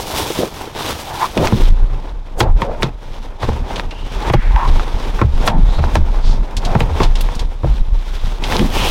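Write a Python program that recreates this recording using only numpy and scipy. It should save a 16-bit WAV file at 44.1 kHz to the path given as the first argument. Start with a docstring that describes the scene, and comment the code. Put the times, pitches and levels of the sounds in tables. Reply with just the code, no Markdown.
"""Back of a parked car at night: a foam mattress and nylon gear bags are pushed about.
Cloth slides and scuffs over upholstery, among short flaps, light knocks and small bright ticks.
Each shift of weight flexes the body shell and makes the cabin boom. Bags bump the trim and the floor.
Friction is shaped noise; blows are gritty force pulses through resonances, with a short cabin tail."""
import sys
import numpy as np
from scipy import signal
from scipy.fft import rfft, irfft
from scipy.io import wavfile
from scipy.ndimage import uniform_filter1d, minimum_filter1d

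SR = 44100
rng = np.random.default_rng(int(sys.argv[2]) if len(sys.argv) > 2 else 0)


def master(y):
    """Save y as 16-bit WAV."""
    cut = np.clip(np.atleast_2d(y).T, -1, 1)
    pcm = np.round(cut * 32767)  # scale
    wavfile.write(sys.argv[1], SR, pcm.astype(np.int16))


N = 392490
TIME = np.arange(N) / SR


def from_db(db):
    return 10 ** (np.asarray(db) / 20)


def rms_one(x):
    return x / np.sqrt(np.mean(x ** 2) + 1e-20)


def loudest_one(x, size):
    """Scale the loudest stretch of size samples to rms 1."""
    return x / np.sqrt(uniform_filter1d(x * x, size).max())


def in_time(rows):
    """Breakpoint columns, interpolated per sample."""
    times, *columns = np.transpose(rows)
    return [np.interp(TIME, times, column) for column in columns]


def add(out, start_s, sound):
    start = max(round(start_s * SR), 0)
    out[start:start + len(sound)] += sound[:N - start]


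def drift(rate_hz):
    """Smooth random curve, rms 1."""
    step = 40
    pole = np.exp(-2 * np.pi * rate_hz * step / SR)
    slow = signal.lfilter([1], [1, -2 * pole, pole * pole], rng.standard_normal(N // step + 2002))[2000:]
    return np.interp(np.arange(N) / step, np.arange(len(slow)), rms_one(slow))


def coloured(x, spectrum):
    """Shape x by a spectrum table; rms 1."""
    hz, db = np.transpose(spectrum)
    bins_hz = np.maximum(np.fft.rfftfreq(N, 1 / SR), 1)
    gain = from_db(np.interp(np.log(bins_hz), np.log(hz), db))
    return rms_one(irfft(rfft(x) * gain, N))


def cut(x, hz, kind, order=2):
    return signal.sosfilt(signal.butter(order, min(hz, SR / 2 - 1), kind, fs=SR, output="sos"), x)


def resonance(x, hz, width_hz):
    """Band-pass, unity peak gain."""
    r = np.exp(-np.pi * width_hz / SR)
    feedback = [1, -2 * r * np.cos(2 * np.pi * hz / SR), r * r]
    return signal.lfilter(np.array([1, 0, -1]) * (1 - r * r) / 2, feedback, x + 1e-18)


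def body(x, modes, vary_db=0, vary_pitch=0):
    """Parallel modes; strengths and tuning vary with the contact point."""
    detune = np.exp(vary_pitch * rng.standard_normal())
    return sum((-1) ** k * from_db(db + vary_db * rng.standard_normal())
               * resonance(x, hz * detune, width_hz) for k, (hz, width_hz, db) in enumerate(modes))


def grains(per_s, spread_db):
    """Fibres catch and release: random clicks of uneven size, rms 1."""
    sizes = from_db(spread_db * np.minimum(rng.exponential(1, N), 4)) * rng.choice([-1, 1], N)
    return rms_one(sizes * (rng.random(N) < per_s / SR))


def contact(give_s, settle_s, settle_db):
    """Gritty force: a pulse as the padding gives, then decaying slips."""
    t = TIME[:SR // 2]
    crush = (t / give_s * np.exp(1 - t / give_s)) ** 3
    slips = from_db(settle_db - 60 * t / settle_s) * (1 - np.exp(-t / give_s))
    return (crush + slips) * rng.standard_normal(len(t))


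def effort(start_s, length_s, attack_s, release_db_per_s, swell_db=0):
    """Gain of one movement: ramp up to start_s, sloped hold, decay."""
    t = TIME - start_s
    attack = np.clip(1 + t / attack_s, 0, 1)
    held_db = swell_db * (np.clip(t / length_s, 0, 1) - .5)
    return attack * from_db(held_db - release_db_per_s * np.clip(t - length_s, 0, 1))


# Cloth never quite at rest: time_s, rub_db, hiss_db
STIRRING = [(0, -31.5, -43), (1.71, -38, -33.5), (1.74, -41, -49.5), (3.34, -44, -53.5), (3.55, -37, -45.5),
            (8.3, -39.5, -43), (8.7, -26.5, -32.5)]
# Pushes and pulls: start_s, length_s, rub_db, hiss_db, swell_db
STROKES = [(0.128, 0.099, -25, -31, 5.5), (0.315, 0.13, -32, -31, 5), (0.564, 0.091, -59, -43.5, -14),
           (0.793, 0.16, -26, -26.5, 1), (1.016, 0.2, -31.5, -32, 5), (1.389, 0.066, -20.5, -27, 9.5),
           (1.617, 0.084, -31, -32.5, -3), (1.728, 0.44, -39, -51.5, -5), (2.612, 0.084, -30, -39, -7),
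           (2.677, 0.2, -33.5, -45, 5), (3.024, 0.23, -41, -43.5, 2), (3.451, 0.12, -26.5, -34, 0),
           (3.71, 0.084, -26.5, -34.5, -2.5), (4.002, 0.14, -38, -38.5, 12), (4.22, 0.069, -25, -30.5, 8),
           (4.596, 0.57, -30, -35, -3.5), (5.306, 0.18, -30.5, -37, 14), (5.673, 0.28, -30.5, -38, 1.5),
           (5.974, 0.67, -33.5, -47.5, 8.5), (6.67, 0.27, -26, -37.5, -3), (6.964, 0.06, -21.5, -28, 8.5),
           (7.19, 0.23, -31.5, -36, -2.5), (7.667, 0.12, -35, -40.5, -6), (7.97, 0.34, -50, -40.5, 9.5),
           (8.461, 0.1, -21, -25.5, 8), (8.772, 0.13, -22.5, -23.5, -3.5)]


def sliding_levels():
    """Rub and hiss in dB: each stroke adds its power to the stirring cloth."""
    rub_power, hiss_power = from_db(in_time(STIRRING)) ** 2
    for start_s, length_s, rub_db, hiss_db, swell_db in STROKES:
        gain = effort(start_s, length_s, attack_s=0.075, release_db_per_s=300, swell_db=swell_db)
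        rub_power += (from_db(rub_db) * gain) ** 2
        hiss_power += (from_db(hiss_db) * gain) ** 2
    return 10 * np.log10(rub_power), 10 * np.log10(hiss_power)


# Padding friction: freq_hz, gain_db
RUB_SPECTRUM = [(90, 0.5), (180, -4.5), (330, -1), (520, -1.5), (680, -4), (900, 0), (1200, -9.5),
                (1700, -17), (2600, -20), (5000, -122)]
# Weave friction: freq_hz, gain_db
HISS_SPECTRUM = [(500, 2), (1200, 5), (1900, 2), (2700, 2.5), (3500, 5), (4400, -1.5), (5600, -2.5),
                 (7200, -9), (11000, -12.5), (16000, -16)]
# Nearness of the cloth: time_s, treble_db
SHEEN = [(0, 17.5), (.7, 1.5), (1.2, 7.5), (1.71, -4), (1.73, -12), (8.3, -7.5), (8.9, 6)]


def sliding_cloth(rub_db, hiss_db, jerk_db=2.5, flutter_db=2.5, crinkle_db=-5,
                  sheen_hz=7000, weave_hz=3900):
    """Padding rubs, weave hisses and crinkles; both follow the same jerks of the hand."""
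    jerks_db = jerk_db * drift(9.5)
    rub = coloured(grains(per_s=7000, spread_db=0.93), RUB_SPECTRUM)
    rub *= from_db(rub_db + jerks_db + flutter_db * drift(72))
    weave = rng.standard_normal(N) + from_db(crinkle_db) * grains(per_s=500, spread_db=3.1)
    hiss = coloured(weave, HISS_SPECTRUM) * from_db(hiss_db + jerks_db)
    # Folds turn and tighten: two bands of the hiss rise and dip.
    whistle = resonance(hiss, weave_hz, weave_hz / 4) * (from_db(2 * drift(30)) - 1)
    sheen = cut(hiss, sheen_hz, "high", order=1) * (from_db(in_time(SHEEN)[0] + drift(8.2)) - 1)
    return rub + hiss + whistle + sheen


# Short flaps, cracks and light knocks: start_s, level_db, pitch_hz
FLAPS_AND_KNOCKS = [(0.302, -13, 328), (0.387, -9, 250), (0.432, -10.5, 337), (0.6735, -20, 383),
                    (1.3682, -8, 304), (1.4725, -5, 2140), (2.824, -11.5, 1120), (3.797, -12, 1840),
                    (4.561, -17.5, 1170), (4.796, -14.5, 1060), (5.839, -11, 700), (7.288, -18.5, 925),
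                    (7.643, -11, 250), (8.523, -10, 1530), (8.567, -8, 2730)]


def flaps_and_knocks(give_cycles=0.5, settle_cycles=25, settle_db=-13):
    """Each is a single pitched pulse; lower ones are slower."""
    out = np.zeros(N)
    for start_s, level_db, hz in FLAPS_AND_KNOCKS:
        force = contact(give_cycles / hz, settle_cycles / hz, settle_db)
        pulse = cut(resonance(force, hz, width_hz=hz), 2 * hz, "low")
        add(out, start_s, from_db(level_db) * loudest_one(pulse, size=88))
    return out


# Padding and nylon dragged under pressure: centre_s, half_length_s, pitch_hz, level_db, width_ratio
SCUFFS = [(0.42, 0.05, 379.5, -19, 0.9), (1.149, 0.099, 850, -27, 0.31), (1.231, 0.024, 981, -13.5, 0.21),
          (1.412, 0.038, 381, -14, 1.4), (1.57, 0.09, 230, -21, 1.5), (2.44, 0.058, 576, -19.5, 0.97),
          (2.694, 0.068, 557, -22, 0.41), (4.001, 0.1, 2920, -42, 0.13), (4.261, 0.05, 860, -23, 0.13),
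          (4.417, 0.16, 1800, -33, 0.57), (4.609, 0.067, 972, -18, 0.22), (5.525, 0.0565, 753, -21.5, 0.47),
          (5.574, 0.062, 175, -17.5, 0.7), (5.738, 0.08, 3860, -37.5, 0.14),
          (6.292, 0.06, 4060, -33.5, 0.57), (6.699, 0.034, 703, -24.5, 0.15),
          (8.623, 0.04, 230, -14.5, 0.84), (8.832, 0.085, 2950, -22.5, 0.34)]


def scuffs(glide=0.073, rasp_db=-11.5):
    """Stick-slip, its rate rising with the pull: a pitched band with a rasp above."""
    out, t = np.zeros(N), TIME[:SR // 2] - 0.25
    for centre_s, half_length_s, hz, level_db, width_ratio in SCUFFS:
        noise = rng.standard_normal(len(t)) + 1j * rng.standard_normal(len(t))
        unevenness = cut(noise, hz * width_ratio / 2, "low")
        slip_hz = hz * (1 + glide * np.tanh(t / half_length_s))
        phase = 2 * np.pi * np.cumsum(slip_hz) / SR
        band = rms_one((unevenness * np.exp(1j * phase)).real)
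        rasp = resonance(rng.standard_normal(len(t)), 1.45 * hz, width_hz=hz)
        rasp = rms_one(cut(rasp, 2 * hz, "low"))
        scuff = np.exp(-(t / half_length_s) ** 2) * (band + from_db(rasp_db) * rasp)
        add(out, centre_s + t[0], from_db(level_db) * loudest_one(scuff, size=1500))
    return out


# Car rocking once someone leans in: time_s, load_db
ROCKING = [(1.2, -40), (1.5, -19), (3.8, -21.5), (4.5, -12.5), (8.9, -14)]
# Shifts of weight: start_s, length_s, load_db
SHOVES = [(1.656, 0.22, -3), (2.5, 0.045, -7), (4.487, 0.37, -8), (5.61, 0.15, -5), (6.05, 0.26, -9),
          (7.086, 0.18, -4.5), (7.856, 0.26, -10)]


def floor_load():
    """Floor flex in dB: each shove adds its power to the rocking."""
    power = from_db(in_time(ROCKING)[0]) ** 2
    for start_s, length_s, load_db in SHOVES:
        gain = effort(start_s, length_s, attack_s=0.1, release_db_per_s=213)
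        power += (from_db(load_db) * gain) ** 2
    return 10 * np.log10(power)


# Floor panels and cabin air: freq_hz, width_hz, gain_db
PANEL_MODES = [(73.7, 15.5, 1), (124.6, 17.4, 0), (160, 28, -3.5), (240, 40, -4.5)]


def cabin_boom(load_db, rub_db, boom_hz=29.42, wander=0.17, boom_db=-5, rumble_db=-7.5,
               surge_db=5, load_share=0.36, seated_db=-13):
    """The shell flexes at its lowest mode; panels rumble with rubbing, and with load until seated."""
    swell_db = surge_db * drift(19.3)
    phase = 2 * np.pi * np.cumsum(boom_hz * np.exp(wander * drift(10.74))) / SR
    boom = np.sqrt(2) * np.sin(phase) * from_db(load_db + boom_db + swell_db)
    push = cut(rng.standard_normal(N), 100, "low", order=1)
    drive_db = load_share * np.minimum(load_db, seated_db) + (1 - load_share) * rub_db
    rumble = rms_one(body(push, PANEL_MODES)) * from_db(drive_db + rumble_db + swell_db)
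    return boom + rumble


# Plastic side trim: freq_hz, width_hz, gain_db
TRIM_MODES = [(375, 196, 0), (572, 340, -1), (877, 79, 6.5), (980, 310, 0), (1660, 1360, -10)]
# Hard, light parts: freq_hz, width_hz, gain_db
HARD_MODES = [(2280, 740, 7), (3460, 780, 9.5), (5060, 2200, -1.5)]
# Bags hitting trim and floor: start_s, knock_db, thump_db, crack_db, give_s
BUMPS = [(1.374, -13, -15.5, -18.5, 0.0018), (1.5214, -13, -5, -56, 0.0017), (2.402, -2, -8, -6.5, 0.0052),
         (2.617, -13, -19, -25, 0.002), (2.829, -10.5, -16, -15.5, 0.0016),
         (3.426, -16.5, -18.5, -31, 0.0048), (3.485, -15, -18.5, -36, 0.0036),
         (4.296, -13, -15, -27, 0.0031), (4.333, -5, -10.5, -20.5, 0.0064),
         (5.214, -8, -7.5, -29.5, 0.0014), (5.473, -0.5, -12, -7.5, 0.0072),
         (5.779, -21, -17.5, -35, 0.011), (5.953, -5, -14.5, -17, 0.0025), (6.749, -9.5, -7.5, -36, 0.0033),
         (6.804, -15.5, -19, -16.5, 0.0018), (7, -11.5, -14, -30, 0.0031), (7.631, -24.5, -13, -51, 0.003),
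         (8.592, -18.5, -11.5, -16, 0.002)]


def bumps(soft_hz=190, bare_hz=4000, padding=0.78, brush_s=0.058, brush_db=-16):
    """A bag brushes and knocks the trim, thumps the floor and cracks on hard parts."""
    out, t = np.zeros(N), TIME[:SR // 2]
    for start_s, knock_db, thump_db, crack_db, give_s in BUMPS:
        padded_hz = bare_hz * from_db(padding * (crack_db - knock_db))  # less crack, duller knock
        trim_force = cut(contact(give_s, settle_s=0.08, settle_db=-6), padded_hz, "low", order=1)
        knock = body(trim_force, TRIM_MODES, vary_db=0.29, vary_pitch=0.042)
        floor_force = cut(contact(give_s, settle_s=0.27, settle_db=-15), soft_hz, "low", order=1)
        thump = body(floor_force, PANEL_MODES, vary_db=2.8, vary_pitch=0.053)
        hard_force = contact(give_s, settle_s=0.089, settle_db=-6.5)
        crack = body(hard_force, HARD_MODES, vary_db=0.35, vary_pitch=0.081)
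        brush = rms_one(resonance(rng.standard_normal(len(t)), bare_hz, 2 * bare_hz))
        brush *= from_db(-60 * t[::-1] / brush_s)  # swells into the blow
        add(out, start_s - t[-1], from_db(crack_db + brush_db) * brush)
        add(out, start_s, from_db(knock_db) * loudest_one(knock, size=220))
        add(out, start_s, from_db(thump_db) * loudest_one(thump, size=900))
        add(out, start_s, from_db(crack_db) * loudest_one(crack, size=220))
    return out


# Heavy bags coming to rest: start_s, level_db, pitch_hz
LANDINGS = [(1.904, -24.5, 111), (2.46, -14.5, 79.8), (3.491, -14.5, 69), (4.682, -10.5, 64.3),
            (5.232, -7.5, 67.4), (5.778, -7.5, 73.2), (5.96, -7.5, 69), (6.9, -11, 73.5), (7.672, -6.5, 48)]


def floor_bounces(rise_s=0.029, sag=0.12):
    """The floor swings a few times, its pitch sinking as it takes the weight."""
    out, age = np.zeros(N), TIME[:SR // 2] / rise_s
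    for start_s, level_db, hz in LANDINGS:
        phase = 2 * np.pi * np.cumsum(hz * (1 + sag * np.exp(-age))) / SR
        add(out, start_s, from_db(level_db) * age * np.exp(1 - age) * np.sin(phase))
    return out


# Small bright ticks, and the sharp top of the loud bump at 2.4 s: start_s, level_db, pitch_hz
TICKS = [(2.405, -18.5, 4770), (3.758, -25.5, 2890), (3.908, -30, 2740), (5.19, -21.5, 1460),
         (6.567, -22.5, 3980), (6.65, -22.5, 3730), (7.032, -20, 3380), (7.154, -24.5, 3240),
         (7.208, -24.5, 3600), (7.209, -29, 12000), (7.351, -32, 4730), (7.393, -25.5, 3720),
         (8.438, -17.5, 3050)]


def ticks(width_ratio=0.49, chatter_s=0.068, hardness_hz=1500):
    """Brief chatter through one resonance; higher ticks are harder, with more treble."""
    out = np.zeros(N)
    for start_s, level_db, hz in TICKS:
        force = contact(give_s=0.0007, settle_s=chatter_s, settle_db=6.6)
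        ring = resonance(cut(force, hz * hz / hardness_hz, "low"), hz, width_ratio * hz)
        add(out, start_s, from_db(level_db) * loudest_one(ring, size=220))
    return out


def cabin_reverb(x, t60_s=0.035, delay_s=0.003, wet_db=-18.5, dull_hz=3500):
    """Glass and upholstery add a very short, dull tail."""
    t = TIME[:SR // 4]
    reflections = rng.standard_normal(len(t)) * from_db(-60 * t / t60_s) * (t > delay_s)
    tail = cut(reflections, dull_hz, "low")
    return x + from_db(wet_db) * signal.fftconvolve(x, tail / np.linalg.norm(tail))[:N]


def scene():
    """Mono mix: cloth and floor dry; bumps, flaps, knocks and ticks through the cabin."""
    rub_db, hiss_db = sliding_levels()
    floor = cabin_boom(floor_load(), rub_db) + floor_bounces()
    cloth = sliding_cloth(rub_db, hiss_db) + scuffs()
    impacts = cabin_reverb(bumps() + flaps_and_knocks() + ticks())
    return (cloth + floor + impacts)[None]


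def record(dry, ceiling=0.8, release_db_per_s=600, cutoff_hz=15900):
    """Fast limiter, then a steep low-pass."""
    over_db = np.maximum(20 * np.log10(np.abs(dry) / ceiling + 1e-9), 0)
    release_db = release_db_per_s * TIME
    held_db = np.maximum.accumulate(over_db + release_db, axis=-1) - release_db
    gain_db = uniform_filter1d(minimum_filter1d(-held_db, size=21), size=21)
    low_pass = signal.ellip(12, .1, 80, cutoff_hz, fs=SR, output="sos")
    return signal.sosfilt(low_pass, dry * from_db(gain_db))


dry = scene()
out = record(dry)
master(out)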